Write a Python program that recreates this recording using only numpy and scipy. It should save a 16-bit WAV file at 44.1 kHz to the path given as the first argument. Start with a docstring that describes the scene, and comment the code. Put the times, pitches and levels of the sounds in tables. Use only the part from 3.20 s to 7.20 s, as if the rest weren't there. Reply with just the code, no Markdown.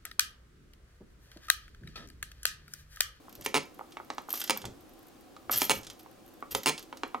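"""A soft knock and small plastic ticks: a handheld water ring-toss toy, close up in a small quiet room.
Four times a thumb squeezes the button: the plastic crackles, three times it snaps in, and each time it
stutters back in a run of slips that ring the tank. Pushed water surges softly, and between the pushes
the rings knock against the tank wall. The toy is just above a desk, a little right of the microphone."""
import sys
import numpy as np
from scipy import signal
from scipy.fft import rfft, irfft
from scipy.io import wavfile

SR = 44100
rng = np.random.default_rng(int(sys.argv[2]) if len(sys.argv) > 2 else 0)


def dump(signal):
    """Clip the signal to [-1, 1] and save it as 16-bit WAV at the path in sys.argv[1]."""
    limited = np.clip(np.atleast_2d(signal).T, -1, 1)
    pcm = np.round(limited * 32767).astype(np.int16)
    wavfile.write(sys.argv[1], SR, pcm)


N = 176400


def amp(db):
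    """Decibels to gain."""
    return 10 ** (np.asarray(db) / 20)


def read(table, hz, column=1):
    """A table column, interpolated on a log-frequency axis."""
    rows = np.array(table, float)
    return np.interp(np.log(np.maximum(hz, 1)), np.log(rows[:, 0]), rows[:, column])


def through(x, response):
    """Play x through an impulse response."""
    return signal.fftconvolve(x, response)[:len(x)]


def colour(x, table):
    """Minimum-phase filter shaped by rows of (frequency [Hz], level [dB])."""
    cepstrum = irfft(np.log(amp(read(table, np.fft.rfftfreq(2 ** 12, 1 / SR)))))
    cepstrum[1:2 ** 11] *= 2
    cepstrum[2 ** 11:] = 0
    return through(x, irfft(np.exp(rfft(cepstrum))))


def fade(t60):
    """Half a second of exponential decay."""
    return np.exp(-np.log(1000) * np.arange(SR // 2) / SR / t60)


def mode(hz, t60, wave=np.sin):
    """One damped resonance with gain 1 at its centre."""
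    t = np.arange(SR // 8) / SR
    rate = np.log(1000) / t60
    return 2 * rate / SR * np.exp(-rate * t) * wave(2 * np.pi * hz * t)


def burst(t60):
    """Many close modes: decaying noise of unit energy."""
    y = fade(t60)[:SR // 8] * rng.standard_normal(SR // 8)
    return y / np.linalg.norm(y)


def noise(table):
    """Coloured noise of rms 1."""
    y = colour(rng.standard_normal(N), table)
    return y / y.std()


def add(out, s, y):
    """Mix y into out from s seconds on."""
    i = max(int(s * SR), 0)
    out[i:i + len(y)] += y[:len(out) - i]


def soften(x, hz, order):
    """Low-pass, as when a soft contact takes the treble away."""
    return signal.lfilter(*signal.butter(order, hz, fs=SR), x)


def bend(x, delay_s=0.000685, at_hz=980):
    """Bending waves in the plastic wall: treble arrives first, so a click becomes a tiny downward sweep."""
    hz = np.fft.rfftfreq(2 * N, 1 / SR)
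    return irfft(rfft(x, 2 * N) * np.exp(-4j * np.pi * delay_s * np.sqrt(hz * at_hz)))[:N]


def room_tone(sides):
    """The steady hush of the room, partly different in each channel."""
    # spectrum of the hush (frequency [Hz], level [dB])
    spectrum = [(15, -22), (25, -9), (166, -13.5), (335, -1.5), (405, -13), (516, -9.5), (677, -16),
                (734, -8.5), (936, -22), (1020, -16), (2050, -26), (2990, -26), (7510, -31.5), (13200, -34),
                (16000, -34.5)]
    return amp(-56.5) * (noise(spectrum) + 0.69 * sides * noise(spectrum))


def ring_knocks():
    """Rings hit the wall, cushioned by water: a thud, one resonance of that spot, a little of the tank."""
    # knocks (time [s], level [dB], wall pitch [Hz], wall t60 [s], contact cut-off [Hz])
    knocks = [(0.082, -19.5, 1280, 0.011, 1510), (0.5928, -10.5, 790, 0.017, 1900),
              (0.6098, -11.5, 850, 0.016, 1540), (0.7696, -6, 890, 0.027, 3070),
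              (0.7998, -9, 880, 0.023, 1770), (0.9022, -5, 875, 0.0067, 4170),
              (0.9818, -7, 886, 0.0067, 4170), (1.0865, -12, 1210, 0.0099, 1510),
              (1.137, -9.5, 1200, .025, 1420), (1.364, -12, 895, 0.03, 2000),
              (1.442, -11, 766, 0.028, 2850), (2.165, -16.5, 1210, 0.1, 3780),
              (2.2952, 1, 1250, 0.012, 2480), (2.861, -20.5, 905, 0.029, 2090),
              (3.225, -6, 1147, 0.056, 2040), (3.7269, -8.5, 940, 0.045, 3140),
              (3.834, 0, 1110, 0.03, 3460), (3.9451, -1.5, 1020, 0.075, 2570),
              (3.9491, -5, 1100, 0.033, 2040)]
    # spectrum of the thud (frequency [Hz], level [dB])
    thud_spectrum = [(100, -21.5), (300, -2), (700, 2), (1200, 7.5), (1700, -9), (2300, -8), (5000, -3),
                     (8200, 10), (9500, 9.5), (14000, -32)]
    out = np.zeros(N)
    for s, db, hz, t60, contact_hz in knocks:
        thud = colour(signal.unit_impulse(SR // 8) + burst(t60=0.028), thud_spectrum)
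        ringing = amp(8) * mode(hz, t60, np.cos) + amp(-13) * tank()
        add(out, s, amp(db) * soften(thud + ringing, contact_hz, order=4))
    return bend(out)


def tank(scatter=0.016):
    """The filled tank rings; the water shifts, so its modes differ from blow to blow."""
    # tank modes (frequency [Hz], level [dB], t60 [s])
    modes = [(225, 3.5, 0.13), (295.5, 5.5, 0.1), (384, -2.5, 0.18), (454, 3.5, 0.078), (541, 6.5, .05),
             (934, 11.5, 0.043), (1025, 14, 0.046), (1330, 8, .022), (2310, 10, 0.017), (2847, 8, 0.018),
             (3480, 3, 0.025), (4270, 0, 0.009), (5045, 6.5, 0.019), (6460, 9.5, 0.027), (9800, 11, 0.0084)]
    shifts = 1 + scatter * rng.standard_normal(len(modes))
    return sum(amp(db) * mode(hz * shift, t60) for (hz, db, t60), shift in zip(modes, shifts))


def stray_ticks(per_s=13):
    """Faint random ticks of the handled case, as rows of (time [s], level [dB], extra top [dB])."""
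    draws = rng.random((round(per_s * N / SR), 2))
    return [(when * N / SR, -50.5 + 0.5 * np.log(max(size, .05)), 2) for when, size in draws]


def plastic(body_t60=0.049, top_t60=0.015):
    """Lone ticks and the dense crackle of each squeeze, with a dry body and a glassy top."""
    # sharp ticks (time [s], level [dB], extra top [dB])
    ticks = [(0.0944, -40, -4), (0.1266, -40, -3), (0.1526, -35, -2), (0.2107, -33.5, -2),
             (0.2218, -33, -21), (0.2483, -44, 12), (0.7208, -35, -44), (0.935, -41, -27),
             (1.1047, -25.5, 4), (1.1277, -44.5, 29), (1.1398, -21, -2), (1.1554, -26.5, 4),
             (1.1744, -24, -23), (1.2029, -22, -7), (1.2157, -16.5, -10), (1.2403, -20, -1),
             (1.276, -22.5, -22), (1.374, -25, 1), (1.4172, -27.5, -35), (1.4532, -21.5, -18),
             (2.3604, -29, 9.5), (2.3756, -27, 16), (2.3842, -28, 16), (2.4414, -29, -8),
             (2.6322, -32.5, -22), (2.6461, -33, -24), (2.6673, -26, -40), (2.7, -25.5, -76),
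             (2.796, -37, -6), (3.3118, -30.5, -4), (3.433, -24, -7), (3.5786, -22, -22), (3.5934, -31, -6),
             (3.6267, -34, -7), (3.7713, -32, -17)]
    # crackle envelopes, one list per push (time [s], level [dB])
    squeezes = [
        [(0.235, -64), (0.251, -33.5), (0.262, -42), (0.275, -61), (0.295, -55), (0.32, -68)],
        [(1.092, -42.5), (1.13, -42.5), (1.17, -39), (1.21, -37.5), (1.23, -55), (1.29, -56)],
        [(2.31, -35), (2.318, -24.5), (2.35, -30), (2.38, -35.5), (2.41, -30), (2.445, -31), (2.475, -44),
         (2.57, -45), (2.59, -48)],
        [(3.309, -41), (3.322, -37.5), (3.34, -49.5), (3.38, -43), (3.405, -60), (3.44, -59)],
    ]
    # spectrum of the dry body (frequency [Hz], level [dB])
    body_spectrum = [(300, -12), (1300, -3.5), (2400, -5.5), (3200, 1.5), (4000, -2.5), (5500, -0.5),
                     (9000, -8), (12000, -13), (16000, -35)]
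    # spectrum of the glassy top (frequency [Hz], level [dB])
    top_spectrum = [(300, -74), (8000, -21), (11000, -3.5), (12300, -1), (13100, 7.5), (14000, -3.5),
                    (15000, -9.5), (16000, -29)]
    body, top, t = np.zeros(N), np.zeros(N), np.arange(N) / SR
    for s, db, top_db in list(ticks) + stray_ticks():
        add(body, s, amp(db + 14.5) * burst(body_t60))
        add(top, s, amp(db + top_db + 18) * burst(top_t60))
    effort = sum(amp(np.interp(t, *np.array(push).T, left=-np.inf, right=-np.inf)) for push in squeezes)
    body += amp(-0.5) * effort * crackle(body_t60)
    top += amp(3) * effort * crackle(top_t60)
    return colour(body, body_spectrum) + colour(top, top_spectrum)


def low_rumble():
    """Soft surges of pushed water, and a faint low tail under the first run of button clacks."""
    # swells (peak time [s], level [dB], rise time constant [s], t60 [s]); the second is the low tail
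    swells = [(.19, -49.5, 0.0095, 0.38), (.37, -54, .02, 0.29), (1.46, -43.5, 0.029, 0.42),
              (2.36, -49, 0.06, 0.4), (2.56, -50, 0.049, 0.75), (3.33, -46.5, 0.013, 0.33)]
    # spectrum of the rumble (frequency [Hz], level [dB])
    spectrum = [(25, -7.5), (50, -4.5), (105, 0), (170, -10), (400, -8), (1500, -28.5), (8000, -61.5)]
    envelope, t = np.zeros(N), np.arange(N) / SR
    for s, db, rise, t60 in swells:
        from_peak = np.abs(t - s)
        envelope += amp(db) * np.where(t < s, np.exp(-from_peak / rise), amp(-60 * from_peak / t60))
    return envelope * noise(spectrum)


def crackle(t60, spots=6, slips_per_s=750, spread_db=3.6):
    """Tiny random slips at several spots of the plastic, each spot with its own ring; rms 1."""
    out = np.zeros(N)
    for _ in range(spots):
        sizes = amp(spread_db * np.minimum(rng.exponential(size=N), 3))
        slipping = rng.random(N) < slips_per_s / spots / SR
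        out += through(slipping * sizes, burst(t60))
    return out / out.std()


def button():
    """Single snaps in and stick-slip runs back out, each slip a crack that rings tank and shell."""
    # the button snaps in (time [s], level [dB], contact cut-off [Hz])
    snaps = [(.2614, -2, 7400), (2.4174, 2, 11200), (3.3493, 0.5, 9800)]
    # it stutters back (time [s], slips [count], first gap [s], later gaps [s], level [dB],
    # change per slip [dB], contact cut-off [Hz])
    releases = [(0.3426, 6, 0.0086, 0.0069, 2.5, -1.32, 4730), (1.2964, 2, 0.0095, .006, 2.5, -0.5, 9500),
                (2.4959, 4, .009, .0057, 3, -1.5, 12100), (3.4595, 6, 0.008, 0.0067, 0.5, -0.5, 10800)]
    # spectrum of the crack (frequency [Hz], level [dB])
    crack_spectrum = [(100, -24), (300, -17), (900, 0.5), (1750, -2.5), (2500, -11), (6000, -22),
                      (10000, -34), (11500, -42), (16000, -76)]
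    # spectrum of the shell's dense ringing (frequency [Hz], level [dB])
    shell_spectrum = [(100, -54), (400, 12), (1000, -8), (1750, -3), (2600, 5.5), (6000, -1.5), (9000, 1.5),
                      (11500, -7.5), (16000, 14)]
    slips, out = list(snaps), np.zeros(N)
    for s, count, first_gap, later_gap, db, step_db, contact_hz in releases:
        for k in range(count):
            delay = first_gap + (k - 1) * later_gap if k else 0
            slips.append((s + delay, db + k * step_db, contact_hz))
    crack = colour(signal.unit_impulse(SR // 8), crack_spectrum)
    for s, db, contact_hz in slips:
        slip = crack + tank() + colour(burst(t60=.022), shell_spectrum)
        add(out, s, amp(db) * soften(slip, contact_hz, order=1))
    return bend(soften(out, hz=11000, order=2))  # the case passes little above this


def cut_bass(x, cut_hz=165):
    """The deep bass below about 165 Hz is taken away."""
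    return signal.sosfilt(signal.butter(4, cut_hz, "high", fs=SR, output="sos"), x)


def desk_bounce(x, delay_s=.0025, db=-18.5):
    """The first reflection, off the desk, reaches the microphone just after the direct sound."""
    out = np.zeros(N)
    add(out, delay_s, amp(db) * x)
    return out


def room(x, build_s=0.0017):
    """The small room's short diffuse tail; the treble dies first."""
    # spectrum of the tail (frequency [Hz], level [dB])
    spectrum = [(80, -6), (220, 3.5), (370, -5), (550, -3), (900, -11), (1800, -5.5), (3500, -8.5),
                (6500, -7), (10000, -13), (15000, -15)]
    # decay per band (centre [Hz], t60 [s])
    decays = [(150, 0.24), (600, 0.27), (3000, 0.24), (13000, 0.22)]
    hz, t = np.fft.rfftfreq(SR // 2, 1 / SR), np.arange(SR // 2) / SR
    white, tail = rfft(rng.standard_normal(SR // 2)), 0
    centres, t60s = zip(*decays)
    for share, t60 in zip(np.eye(len(centres)), t60s):
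        band = irfft(white * read(list(zip(centres, share)), hz))
        envelope = fade(t60) * (1 - np.exp(-(t / build_s) ** 2))
        tail += band * envelope / np.linalg.norm(envelope)
    return through(x, colour(tail, spectrum))


def microphone(x):
    """The toy is a little to the right: mostly earlier and louder at that port."""
    # the two ports (frequency [Hz], left minus right [dB], left phase lead [rad])
    ports = [(60, 1, 0.44), (380, -1.5, -0.86), (1470, -2.5, -1.11), (2400, -2.5, -0.92), (4470, -2, -0.44),
             (8050, -2.5, -0.37), (14000, 0.3, 0)]
    hz = np.fft.rfftfreq(2 * N, 1 / SR)
    left = amp(read(ports, hz) / 2) * np.exp(.5j * read(ports, hz, column=2))
    return irfft(rfft(x, 2 * N) * np.array([left, 1 / left]))[:, :N]


def scene():
    """The toy at close range, with the desk's reflection, the room's tail and its hush, in stereo."""
    sides = np.array([[1], [-1]])  # opposite polarity left and right gives width
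    toy = cut_bass(button() + ring_knocks() + plastic())
    hush = room_tone(sides)
    front = microphone(toy + desk_bounce(toy) + room(toy) + low_rumble())
    return front + 0.33 * sides * room(toy) + hush


def record(dry, top_hz=16000):
    """The recorder cuts the top steeply."""
    return signal.sosfilt(signal.ellip(10, .2, 80, top_hz, fs=SR, output="sos"), dry)


dry = scene()
out = record(dry)
dump(out)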